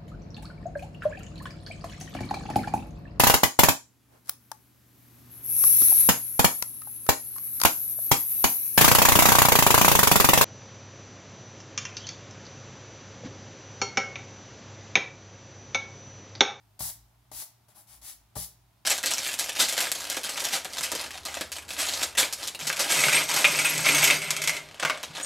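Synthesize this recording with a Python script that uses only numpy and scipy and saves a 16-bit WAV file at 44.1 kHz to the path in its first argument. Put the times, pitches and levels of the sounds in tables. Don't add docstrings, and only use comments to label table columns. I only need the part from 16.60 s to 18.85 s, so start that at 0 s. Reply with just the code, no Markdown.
import sys
import numpy as np
from scipy import signal
from scipy.fft import rfft, irfft
from scipy.io import wavfile
from scipy.ndimage import uniform_filter1d

SR = 44100
rng = np.random.default_rng(int(sys.argv[2]) if len(sys.argv) > 2 else 0)


def store_pcm(level_fs):
    pcm = np.round(np.clip(level_fs, -1, 1) * 32767).astype(np.int16)
    wavfile.write(sys.argv[1], SR, np.atleast_2d(pcm).T)


N = 99225

TOUCH_S, LIFT_S, CHATTER_S = 0.0016, 0.013, 0.0055
CHATTER_DB, BODY_DB = 0.5, -19
# (centre [Hz], width [octaves])
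RASP, BITE, HIGH_RING = (2400, 0.81), (4600, 0.44), (10050, 0.08)
# (frequency [Hz], level [dB])
LEAD_HISS = [(300, -50), (1200, -22.5), (2000, -12), (2600, -14), (3400, -9.5), (4500, -7), (5600, -6.5),
             (6500, -7.5), (8000, -5.5), (8900, -9), (9500, -3.5), (10150, -2), (10900, -4.5), (12500, -8),
             (15500, -10.5), (17000, -16)]
# (frequency [Hz], level [dB])
PAGE_BODY = [(40, -24), (100, 1), (200, -15.5), (330, -11.5), (500, -24), (620, -4.5), (850, -2),
             (1100, -4.5), (1450, -9.5), (2200, -17.5), (5000, -31)]
# (start [s], speeding up [s], slowing down [s], level [dB], change at touch [dB],
# change at lift [dB], brightness [dB/octave], page body [dB], rasp [dB], bite [dB], high ring [dB],
# left minus right [dB])
STROKES = [(0.1926, .034, 0.075, -30.5, -6, -7, 1.8, 0, -5, 0, 0.5, -1.5),
           (0.7143, 0.088, 0.025, -35.5, -10.5, -2, 1.5, 0.5, 0, 0.5, 1.5, -0.5),
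           (1.082, 0.0061, 0.035, -60.5, 5, -2, 0, 15, 4, -1, 2.5, -1),
           (1.146, .030, 0.043, -51, -8.5, -4.5, 2.9, 11, 2.5, 0.5, 2.5, -1),
           (1.268, 0.059, 0.048, -49.5, -9.5, -9, 0.5, 8, 0.5, -1.5, 0.5, -1),
           (1.414, 0.076, 0.038, -40, -13.5, -8, -1.26, 2, -3, -1.5, 2, -1),
           (1.753, 0.026, 0.068, -34, -9, -3, 1.75, -2.5, -2, 2, 2, -1)]
def stroke(start, speed_up, slow_down, db, touch_db, lift_db, tilt_db,
           body_db, rasp_db, bite_db, high_ring_db, pan_db):
    t = np.arange(SR // 3) / SR
    swell_db = touch_db * np.maximum(1 - t / speed_up, 0) ** 2
    ease_db = lift_db * np.clip((t - speed_up) / slow_down, 0, 1) ** 2
    contact = np.minimum(t / TOUCH_S, 1) * np.exp(-np.maximum(t - speed_up - slow_down, 0) / LIFT_S)
    chatter = unit(uniform_filter1d(rng.standard_normal(len(t)), int(CHATTER_S * SR)))
    hiss = colour(fibre_catches(len(t)), LEAD_HISS, tilt_db)
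    for band, band_db in (RASP, rasp_db), (BITE, bite_db), (HIGH_RING, high_ring_db):
        hiss = bump(hiss, band, band_db)
    hiss = unit(hiss) * amp([[pan_db / 2], [-pan_db / 2]])
    body = amp(BODY_DB + body_db) * unit(colour(fibre_catches(len(t)), PAGE_BODY))
    return start, (hiss + body) * contact * amp(db + swell_db + ease_db + CHATTER_DB * chatter)


CATCHES_PER_S, CATCH_SPREAD_DB = 26000, 2.0
# (frequency [Hz], likeness [0-1])
PENCIL_LIKENESS = [(100, 1), (400, 0.76), (700, 0.63), (1150, 0.56), (1450, .45), (2300, 0.93), (3100, .45),
                   (3750, 0.97), (4600, 0.42), (5600, 0.083), (8500, 0.022), (11000, 0.12), (14000, 0.66),
                   (16000, .3)]
def fibre_catches(size):
    strength = amp(CATCH_SPREAD_DB * np.minimum(rng.exponential(1, size), 4))
    caught = rng.random(size) < CATCHES_PER_S / SR
    return pair(strength * caught * rng.standard_normal((2, size)), PENCIL_LIKENESS)


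TICK_S, TAP_RISE_S, THUMP_RISE_S = 0.0064, 0.00083, 0.0016
PUFF_S, PUFF_DB = 0.005, 3
# (frequency [Hz], level [dB])
PAGE_PUFF = [(60, -4), (200, -1.5), (350, -20), (500, -23), (650, 0.5), (900, 6), (1150, -11), (1500, -10),
             (2300, -20.5), (4500, -8.5), (12000, -36)]
# (pitch [Hz], level [dB], time to fade by 60 dB [s])
PAGE_TONES = [(437.5, -12, 0.13), (616.5, -0.5, 0.056), (730, 1, 0.0081), (800, -5, 0.033),
              (883, -10, 0.056), (1090, -4, 0.021), (1169, -5, 0.072), (1315, -10, 0.04), (1910, -9, 0.043),
              (2346, -19, 0.041)]
TABLE_TONES = [(63.8, 0.5, 0.35), (105, 1, 0.24), (123.4, 3.5, 0.17), (163.7, -2.5, 0.33), (197, -2, 0.15),
               (227, -19.5, 0.19), (297, -23, 0.12)]
# (time [s], page tap [dB], table thump [dB], brightness [dB/octave], tick [dB])
TAPS = [(0.1916, -47.5, -59, 5, -42), (.205, -35.5, -34, 1.5, -55), (.299, -50.5, -82, 0, -35.5),
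        (0.7156, -39.5, -55, 0, -48.5), (0.819, -47, -76, -0.5, -55), (1.085, -59, -84, -11, -57),
        (1.42, -53, -67, 3.5, -70), (1.512, -54, -82, 13, -63), (1.756, -40.5, -70, -1, -40),
        (1.7634, -27, -30.5, -4, -46)]
def tap(start, page_db, table_db, tilt_db, tick_db):
    t = np.arange(SR // 2) / SR
    tick = unit(colour(fibre_catches(len(t)), LEAD_HISS)) * np.exp(-t / TICK_S)
    puff = unit(colour(fibre_catches(len(t)), PAGE_PUFF, tilt_db))
    puff *= np.exp(-t / PUFF_S) * np.minimum(t / TAP_RISE_S, 1)
    page = ring(PAGE_TONES, t, TAP_RISE_S, tilt_db) + amp(PUFF_DB) * puff
    thump = ring(TABLE_TONES, t, THUMP_RISE_S)
    return start, amp(tick_db) * tick + amp(page_db) * page + amp(table_db) * thump


def ring(tones, t, rise_s, tilt_db=0):
    hz, db, fade_s = np.transpose(tones)[:, :, None]
    gain = amp(db + tilt_db * np.log2(hz / hz[0]))
    waves = gain * np.exp(-np.log(1000) * t / fade_s) * np.sin(2 * np.pi * hz * t)
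    return waves.sum(0) / np.linalg.norm(gain) * (1 - np.exp(-t / rise_s))


# (time [s], length [s], level [dB], starting pitch [Hz], rise [octaves])
SQUEAKS = [(0.238, 0.0118, -47, 1748, 0.24)]
def squeak(start, length, db, hz, octaves):
    progress = np.arange(0, length, 1 / SR) / length
    tone = np.sin(2 * np.pi * np.cumsum(hz * 2 ** (octaves * progress)) / SR)
    return start, amp(db) * np.sin(np.pi * progress) ** 2 * tone


# (time [s], level [dB], pitch [Hz])
NUDGES = [(0.763, -54.5, 62)]
def nudge(peak_time, db, hz, width_s=0.019):
    t = np.arange(-SR // 8, SR // 8) / SR
    return peak_time + t[0], amp(db) * np.exp(-(t / width_s) ** 2) * np.sin(2 * np.pi * hz * t)


# (frequency [Hz], left minus right [dB])
LEFT_LOUDER = [(60, 1.8), (150, 1.2), (300, 5), (600, 0), (1100, 9.5), (2500, 6), (4300, 3), (6000, 6),
               (8400, 12.5), (10000, 13), (12000, 6), (15500, 8)]
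# (frequency [Hz], head start [radians])
LEFT_SOONER = [(60, .02), (300, 0.13), (550, 0.48), (1150, 0.23), (1600, 0.43), (4000, 0.45), (5000, 0.9),
               (10000, .7), (14000, 1)]
def from_left(x, share=1):
    hz, sides = bins(x), np.array([[.5], [-.5]])
    gain = amp(share * sides * read(LEFT_LOUDER, hz)) * np.exp(1j * sides * read(LEFT_SOONER, hz))
    return irfft(rfft(x) * gain / np.linalg.norm(gain, axis=0), N)


LATE_DB, LATE_TIMES_LONGER = -24.5, 2.67
# (frequency [Hz], time to fade by 60 dB [s])
ECHO_FADE = [(100, 0.18), (500, 0.22), (2000, 0.35), (6000, 0.27), (10000, 0.18), (16000, 0.21)]
# (frequency [Hz], level [dB])
ECHO_LEVEL = [(60, -25), (300, -3), (1000, -7.5), (4000, -7), (16000, 1)]
def room_echo(x):
    bounces = pair(rng.standard_normal((2, SR)), PENCIL_LIKENESS) * (np.arange(SR) > SR // 400)
    hz, t, spectrum = signal.stft(bounces, SR, nperseg=256)
    fall_db = -60 * t / read(ECHO_FADE, hz)[:, None]
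    fade = amp(fall_db) + amp(LATE_DB + fall_db / LATE_TIMES_LONGER)
    tail = signal.istft(spectrum * fade, SR, nperseg=256)[1]
    echoes = signal.fftconvolve(x, tail / np.linalg.norm(tail[0]), axes=1)[:, :N]
    return colour(echoes, ECHO_LEVEL)


# (pitch [Hz], base level [dB], loudness wobble [0-1], pitch drift [Hz])
HUM_TONES = [(55.5, -73, 0.8, 2.7), (114.6, -70.5, 0.4, 5.04), (202, -86.5, 0.7, 6),
             (290, -88.5, 0.2, 1.86)]
# (time [s], level change [dB])
HUM_SWELL = [(0, 6), (0.101, -1), (.43, 8.5), (.49, -3.5), (0.582, 2.5), (.95, 5.5), (1.06, -5.5), (1.2, 8),
             (1.33, 1.5), (1.4, 5), (1.62, 1), (2.25, 2.5)]
def hum():
    tones = np.zeros(N)
    for hz, db, depth, drift in HUM_TONES:
        wobble = 1 + depth * waver()
        pitch = hz + drift * waver()
        tones += amp(db) * unit(wobble * np.sin(2 * np.pi * np.cumsum(pitch) / SR))
    return tones * amp(np.interp(np.arange(N) / SR, *np.transpose(HUM_SWELL)))


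# (frequency [Hz], level [dB])
AIR_HISS = [(25, -23), (45, -17), (60, -7.5), (85, -4), (120, -6), (150, -10), (229, -16), (317, -19),
            (400, -18), (490, -28.5), (624, -16), (887, -15), (1100, -19), (1740, -24), (4500, -26),
            (7510, -30), (14400, -28), (16000, -33)]
# (frequency [Hz], likeness [0-1])
AIR_LIKENESS = [(100, 0.84), (400, 0.42), (1000, 0.47), (3000, 0.34), (15000, 0.26)]
def room_air(db=-67):
    return amp(db) * unit(colour(pair(rng.standard_normal((2, N)), AIR_LIKENESS), AIR_HISS))


def waver(speed_hz=6.17):
    noise = rng.standard_normal(N)
    return unit(irfft(rfft(noise) * np.exp(-(bins(noise) / speed_hz) ** 2), N))


def amp(db):
    return 10 ** (np.asarray(db) / 20)


def unit(x):
    return x / np.sqrt(np.mean(x ** 2) + 1e-20)


def bins(x):
    return np.fft.rfftfreq(x.shape[-1], 1 / SR)


def read(points, hz):
    row_hz, value = np.transpose(points)
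    return np.interp(np.log(hz + 1), np.log(row_hz + 1), value)


def colour(x, points, tilt_db=0):
    hz = bins(x)
    octaves = np.log2(np.maximum(hz / points[0][0], 1))
    return irfft(rfft(x) * amp(read(points, hz) + tilt_db * octaves), x.shape[-1])


def bump(x, band, db):
    hz, octaves = band
    hill = np.exp(-(np.log2((bins(x) + 1) / hz) / octaves) ** 2)
    return irfft(rfft(x) * amp(db * hill), x.shape[-1])


def pair(x, likeness):
    left, other = rfft(x)
    alike = np.clip(read(likeness, bins(x)), -1, 1)
    right = alike * left + np.sqrt(1 - alike ** 2) * other
    return irfft(np.array([left, right]), x.shape[-1])


def add(mix, start, sound):
    part = mix[:, max(round(start * SR), 0):][:, :sound.shape[-1]]
    part += sound[..., :part.shape[1]]


def scene():
    pencil = np.zeros((2, N))
    for source, table in (stroke, STROKES), (tap, TAPS), (nudge, NUDGES), (squeak, SQUEAKS):
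        for row in table:
            add(pencil, *source(*row))
    return from_left(pencil) + from_left(room_echo(pencil), share=0.2) + room_air() + hum()


def record(dry):
    low_hz, high_hz = 42, 15850
    thinned = signal.sosfilt(signal.butter(5, low_hz, "highpass", fs=SR, output="sos"), dry)
    treble_cut = signal.firwin(511, high_hz, window=("kaiser", 8), fs=SR)
    return signal.oaconvolve(thinned, treble_cut[None], "same")


dry = scene()
out = record(dry)
store_pcm(out)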